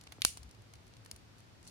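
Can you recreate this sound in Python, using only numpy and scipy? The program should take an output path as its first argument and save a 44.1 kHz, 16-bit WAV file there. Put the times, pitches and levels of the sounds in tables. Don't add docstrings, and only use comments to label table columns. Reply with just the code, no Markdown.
import sys
import numpy as np
from scipy import signal
from scipy.fft import rfft, irfft
from scipy.io import wavfile
from scipy.ndimage import uniform_filter1d

SR = 44100
rng = np.random.default_rng(int(sys.argv[2]) if len(sys.argv) > 2 else 0)


def generate_wav(sig):
    pcm = np.round(np.clip(np.atleast_2d(sig).T, -1, 1) * 32767).astype(np.int16)
    wavfile.write(sys.argv[1], SR, pcm)


N = 74970

# f/Hz, relative density/dB
ROOM_TONE = [(20, -31), (45, -9), (70, -5.5), (115, -0.5), (160, -9), (250, -11), (400, -15.5), (800, -19),
             (2000, -23), (5000, -26.5), (8000, -35), (11000, -39), (15000, -45), (16000, -56)]
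# f/Hz, correlation
TONE_CORRELATION = [(60, 0.64), (180, 0.61), (550, 0.043), (1650, -0.043), (4970, -0.04), (15000, -0.1)]
# f/Hz, left minus right/dB
TONE_BALANCE = [(60, 3), (180, 2.0), (550, 0.5), (1650, 0.5), (4970, 0.5), (15000, 1)]
# t/s, f/Hz, left level/dB, length/s
BUMPS = [(0.067, 74.7, -54, 0.056), (0.26, 67.94, -47, .045), (0.381, 65.4, -48, 0.058),
         (0.437, 63, -46.5, 0.056), (0.75, 65.6, -53, 0.053), (1.12, 70, -55, 0.052)]
# f/Hz, level/dB, t60/s
ROOM_TAIL = [(200, -15.5, 0.22), (1200, -13.5, 0.12), (2750, -12.5, 0.26), (4457, -16, .26),
             (7400, -9, 0.25), (9500, -11.5, .22), (11890, -13, 0.19), (14920, -12, 0.27)]
# f/Hz, width/Hz, lift/dB
ROOM_PEAKS = [(2300, 150, 6.5), (2870, 220, 2.5), (4550, 300, 1.5), (7050, 200, 3)]
# f/Hz, left/dB, right/dB
MIC_PORTS = [(1000, 2.5, 0), (3120, -6, 1.5), (4460, 3, -5), (6020, -0.5, -1.5), (8050, -4.5, -5.5),
             (9560, 0, 3), (10300, -3, 4), (11500, 3, -7), (14400, -5, -8), (16300, -5.5, -11.5)]
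# t/s, length/s, level/dB
SCRAPES = [(.065, 0.13, -76), (1.38, 0.042, -74), (1.629, 0.078, -66.5)]
# f/Hz, relative level/dB
SCRAPE_SPECTRUM = [(500, -12), (2000, 0), (3500, -8), (4300, 6), (6200, 8), (10000, 2), (15000, -16)]
TICK_BANDS = [1000, 3500, 8000, 13500]
# [(f/Hz, lift/dB)]
CLAW_TICKS = [(0.012, -38, -27, -23.5, -38, 0.0063, []), (0.0377, -29, -34, -25.5, -41, 0.013, []),
              (0.07, -23.5, -25, -30, -45, 0.015, []), (0.0733, -25.5, -23, -30, -63, 0.007, [(2420, 6)]),
              (0.1217, -18, -22, -23.5, -26, 0.019, [(2150, 8.6), (3370, 11.2), (6300, 6.4)]),
              (0.1242, -24.5, -25, -32, -59, 0.023, []), (0.2082, -42, -32, -35, -33, 0.016, []),
              (0.3724, -18.5, -23, -18.5, -25.5, 0.0094, [(1000, 8.5), (6350, 6.5), (8100, 5.4)]),
              (0.3787, -48, -22.5, -31, -37, 0.018, []),
              (0.431, -37.5, -28.5, -25.5, -38, 0.018, [(5320, 7)]), (0.492, -39, -36, -34, -49, 0.015, []),
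              (0.5117, -40, -32.5, -26, -41.5, .008, [(5320, 8)]),
              (0.5475, -39, -34.5, -35.5, -49, 0.014, []), (0.6204, -47, -49.5, -32.5, -47, .008, []),
              (0.737, -27, -27.5, -25, -36, .011, [(2200, 8), (6300, 6)]),
              (0.755, -47.5, -31, -33, -45.5, 0.0067, []), (.8680, -36.5, -36.5, -33, -44.5, .01, []),
              (0.879, -42, -40.5, -33.5, -46, .01, []), (0.9378, -43, -28.5, -34, -56, 0.0043, []),
              (0.9676, -37, -29, -35, -45, .01, []), (1.0486, -50, -39, -30, -39, .014, []),
              (1.0606, -27, -27.5, -26, -35, 0.0091, [(1730, 12), (8540, 6)]),
              (1.1620, -32, -28.5, -25.5, -34, 0.013, []), (1.3834, -65, -33.5, -34, -48, 0.0076, []),
              (1.3890, -40.5, -45, -40, -41, .012, []), (1.404, -45, -35.5, -34.5, -46.5, 0.01, []),
              (1.629, -37, -34, -29.5, -48, 0.011, []), (1.6523, -42, -41.5, -38, -46, .025, [(6300, 9)]),
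              (1.6684, -29, -33, -27, -48, 0.013, [(4250, 7)]), (1.6752, -47, -30.5, -16.5, -44, .008, []),
              (1.6778, -35, -30, -21.5, -39, 0.011, []), (1.682, -57, -30, -27, -39, 0.025, [(4230, 12)]),
              (1.688, -39, -50, -28, -44, .01, []), (1.6955, -36, -33, -31, -52, 0.022, [])]
# f/Hz, left/dB, right/dB
LOG_KNOCK = [(30, 12.5, -9.5), (119.2, 10, 1.5), (295.7, 6.5, 4.5), (600, -5.5, 5.5), (1050, -1, 10),
             (1600, -4.5, 10.5), (2143, -8, -5.5), (4013, -26, -11)]
# f/Hz, width/Hz, lift/dB
SHELL_PEAKS = [(1970, 220, -1), (2870, 440, 2.5), (4315, 440, 4.5), (5870, 500, 1), (7940, 1100, -1),
               (9550, 900, 3)]
SNAP_BANDS = [900, 1900, 3500, 5500, 9500, 14000]
# [(f/Hz, lift/dB)]
JAW_SNAPS = [(0.2196, -24.5, -3.5, 4.5, -2.5, -7, -12.5, -1, 0.012, -5, [(2230, 2.5), (3750, 3.5),
             (8700, 5)]), (0.2498, -11.5, -0.5, 6, 8, 9, -3, 2, .0095, 0.6, [(2900, 5), (6050, 3),
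             (8550, 2)]), (1.1133, -23, -25.5, -19, -13.5, -14.5, -22, 3.5, 0.0089, -4.5, [(2270, 11),
             (3300, 3), (4400, 4.6), (5200, 9), (6700, 5)])]

CONTACT_WIDTH_HZ, BASS_CUT_DB_PER_OCTAVE = 330, 2.5
RATTLE_RISE_S, RIGHT_LAG_S = 0.0001, 0.00013
NEAR_DB, NEAR_T60_S = -20.5, 0.034


def amp(db):
    return 10 ** (np.asarray(db) / 20)


def unit(x):
    return x / np.sqrt(np.mean(x ** 2) + 1e-20)


def curve(table, hz, column=1):
    table = np.array(table, float)
    return np.interp(np.log(hz + 1), np.log(table[:, 0] + 1), table[:, column])


def add(mix, start_s, sound):
    part = mix[:, max(round(start_s * SR), 0):][:, :sound.shape[-1]]
    part += sound[..., :part.shape[1]]


def bins(size=4096):
    return np.fft.rfftfreq(size, 1 / SR)


def lifts(peaks):
    return sum(db / (1 + (2 * (bins() - hz) / width) ** 2) for hz, width, db in peaks)


def ring(db):
    log_gain = np.log(amp(np.r_[db, db[-2:0:-1]]))
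    return np.fft.ifft(np.exp(np.conj(signal.hilbert(log_gain)))).real


def mic_ports(left_db, right_db):
    return np.array([ring(left_db + curve(MIC_PORTS, bins(), column=1)),
                     ring(right_db + curve(MIC_PORTS, bins(), column=2))])


def room_tone(noise_db=-59, hum_db=-66, hum_hz=101.8, waver_hz=7):
    hz = bins(size=N)
    draws = rng.standard_normal((4, len(hz)))
    left, independent = draws[::2] + 1j * draws[1::2]
    alike = curve(TONE_CORRELATION, hz)
    right = alike * left + np.sqrt(1 - alike ** 2) * independent
    balance = amp(np.outer([.5, -.5], curve(TONE_BALANCE, hz)))
    noise = irfft(np.array([left, right]) * balance * amp(curve(ROOM_TONE, hz)), N)
    waver = unit(uniform_filter1d(rng.standard_normal(N), size=2500))
    hum = np.sin(2 * np.pi * np.cumsum(hum_hz + waver_hz * waver) / SR)
    return amp(noise_db) * unit(noise) + amp(hum_db) * unit(hum)


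def bumps(right_db=-4):
    out = np.zeros((2, N))
    for start_s, hz, db, length in BUMPS:
        t = np.arange(0, length, 1 / SR)
        bump = np.sin(np.pi * t / length) * np.sin(2 * np.pi * hz * t)
        add(out, start_s, amp([[db], [db + right_db]]) * bump)
    return out


def room_tail(send, gap_s=0.0057, rise_s=0.0078, size=22050):
    hz, t, spectra = signal.stft(rng.standard_normal((2, size)), SR, nperseg=256)
    decay = amp(-60 * t / curve(ROOM_TAIL, hz, column=2)[:, None])
    tail = signal.istft(spectra * decay, SR, nperseg=256)[1]
    tail *= np.clip((np.arange(tail.shape[1]) / SR - gap_s) / rise_s, 0, 1)
    colour_db = curve(ROOM_TAIL, bins()) + lifts(ROOM_PEAKS)
    tail = signal.fftconvolve(tail / np.linalg.norm(tail[0]), mic_ports(colour_db, colour_db), axes=1)
    return signal.fftconvolve(send, tail, axes=1)[:, :N]


def plop(start_s=0.1826, from_hz=2170, to_hz=213, glide_s=0.001706, length_s=0.012, db=-50):
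    out = np.zeros((2, N))
    t = np.arange(0, length_s, 1 / SR)
    hz = to_hz + (from_hz - to_hz) * np.exp(-t / glide_s)
    envelope = np.sqrt(np.sin(np.pi * t / length_s))
    add(out, start_s, amp(db) * envelope * np.sin(2 * np.pi * np.cumsum(hz) / SR))
    return out


def claw_scrapes(slips_per_s=1200):
    out = np.zeros((2, N))
    slip_response = ring(curve(SCRAPE_SPECTRUM, bins()))[None]
    for start_s, length, db in SCRAPES:
        size = round(length * SR)
        slips = rng.standard_normal((2, N)) * (rng.random(N) < slips_per_s / SR)
        drag = signal.fftconvolve(slips[:, :size], slip_response)[:, :size]
        add(out, start_s, amp(db) * unit(drag) * signal.windows.tukey(size))
    return out


def click(band_hz, band_db, contact, t60, rattle_db, room_db, size=2048):
    hz, t = bins(), np.arange(size) / SR
    octaves_below = np.log2(np.maximum(band_hz[0] / (hz + 20), 1))
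    colour_db = curve(list(zip(band_hz, band_db)), hz) - BASS_CUT_DB_PER_OCTAVE * octaves_below
    colour_db += lifts(SHELL_PEAKS)
    contact_db = lifts([(f, CONTACT_WIDTH_HZ, db) for f, db in contact])
    decay = amp(-60 * t / t60) + amp(NEAR_DB - 60 * t / NEAR_T60_S)
    rattle = rng.standard_normal((2, size)) * decay * (1 - np.exp(-t / RATTLE_RISE_S))
    crack = t == 0
    force = crack + amp(rattle_db) * rattle / np.linalg.norm(rattle, axis=1, keepdims=True)
    force_db = 10 * np.log10(uniform_filter1d(abs(rfft(force, 2 * size)) ** 2, size=45))
    left_db, right_db = colour_db + contact_db - force_db
    left, right = signal.fftconvolve(force, mic_ports(left_db, right_db), axes=1)[:, :2 * size]
    return np.array([left, np.roll(right, round(RIGHT_LAG_S * SR)), ring(colour_db + room_db)])


def claw_ticks():
    out = np.zeros((3, N))
    for start_s, *band_db, t60, contact in CLAW_TICKS:
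        add(out, start_s, click(TICK_BANDS, band_db, contact, t60, rattle_db=9, room_db=-2.5))
    return out


def log_knock(start_s=0.25):
    out = np.zeros((2, N))
    left = ring(curve(LOG_KNOCK, bins(), column=1))
    right = ring(curve(LOG_KNOCK, bins(), column=2))
    add(out, start_s, np.array([left, -right]))
    return out


def jaw_snaps():
    out = np.zeros((3, N))
    for start_s, *band_db, rattle_db, t60, room_db, contact in JAW_SNAPS:
        add(out, start_s, click(SNAP_BANDS, band_db, contact, t60, rattle_db, room_db))
    return out


def scene():
    clicks = jaw_snaps() + claw_ticks()
    direct, send = clicks[:2], clicks[2:]
    return direct + room_tail(send) + log_knock() + claw_scrapes() + plop() + bumps() + room_tone()


def record(dry, cutoff_hz=16200):
    lowpass = signal.firwin(255, cutoff_hz, window=("kaiser", 9), fs=SR)
    return signal.oaconvolve(dry, lowpass[None], "same")


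dry = scene()
out = record(dry)
generate_wav(out)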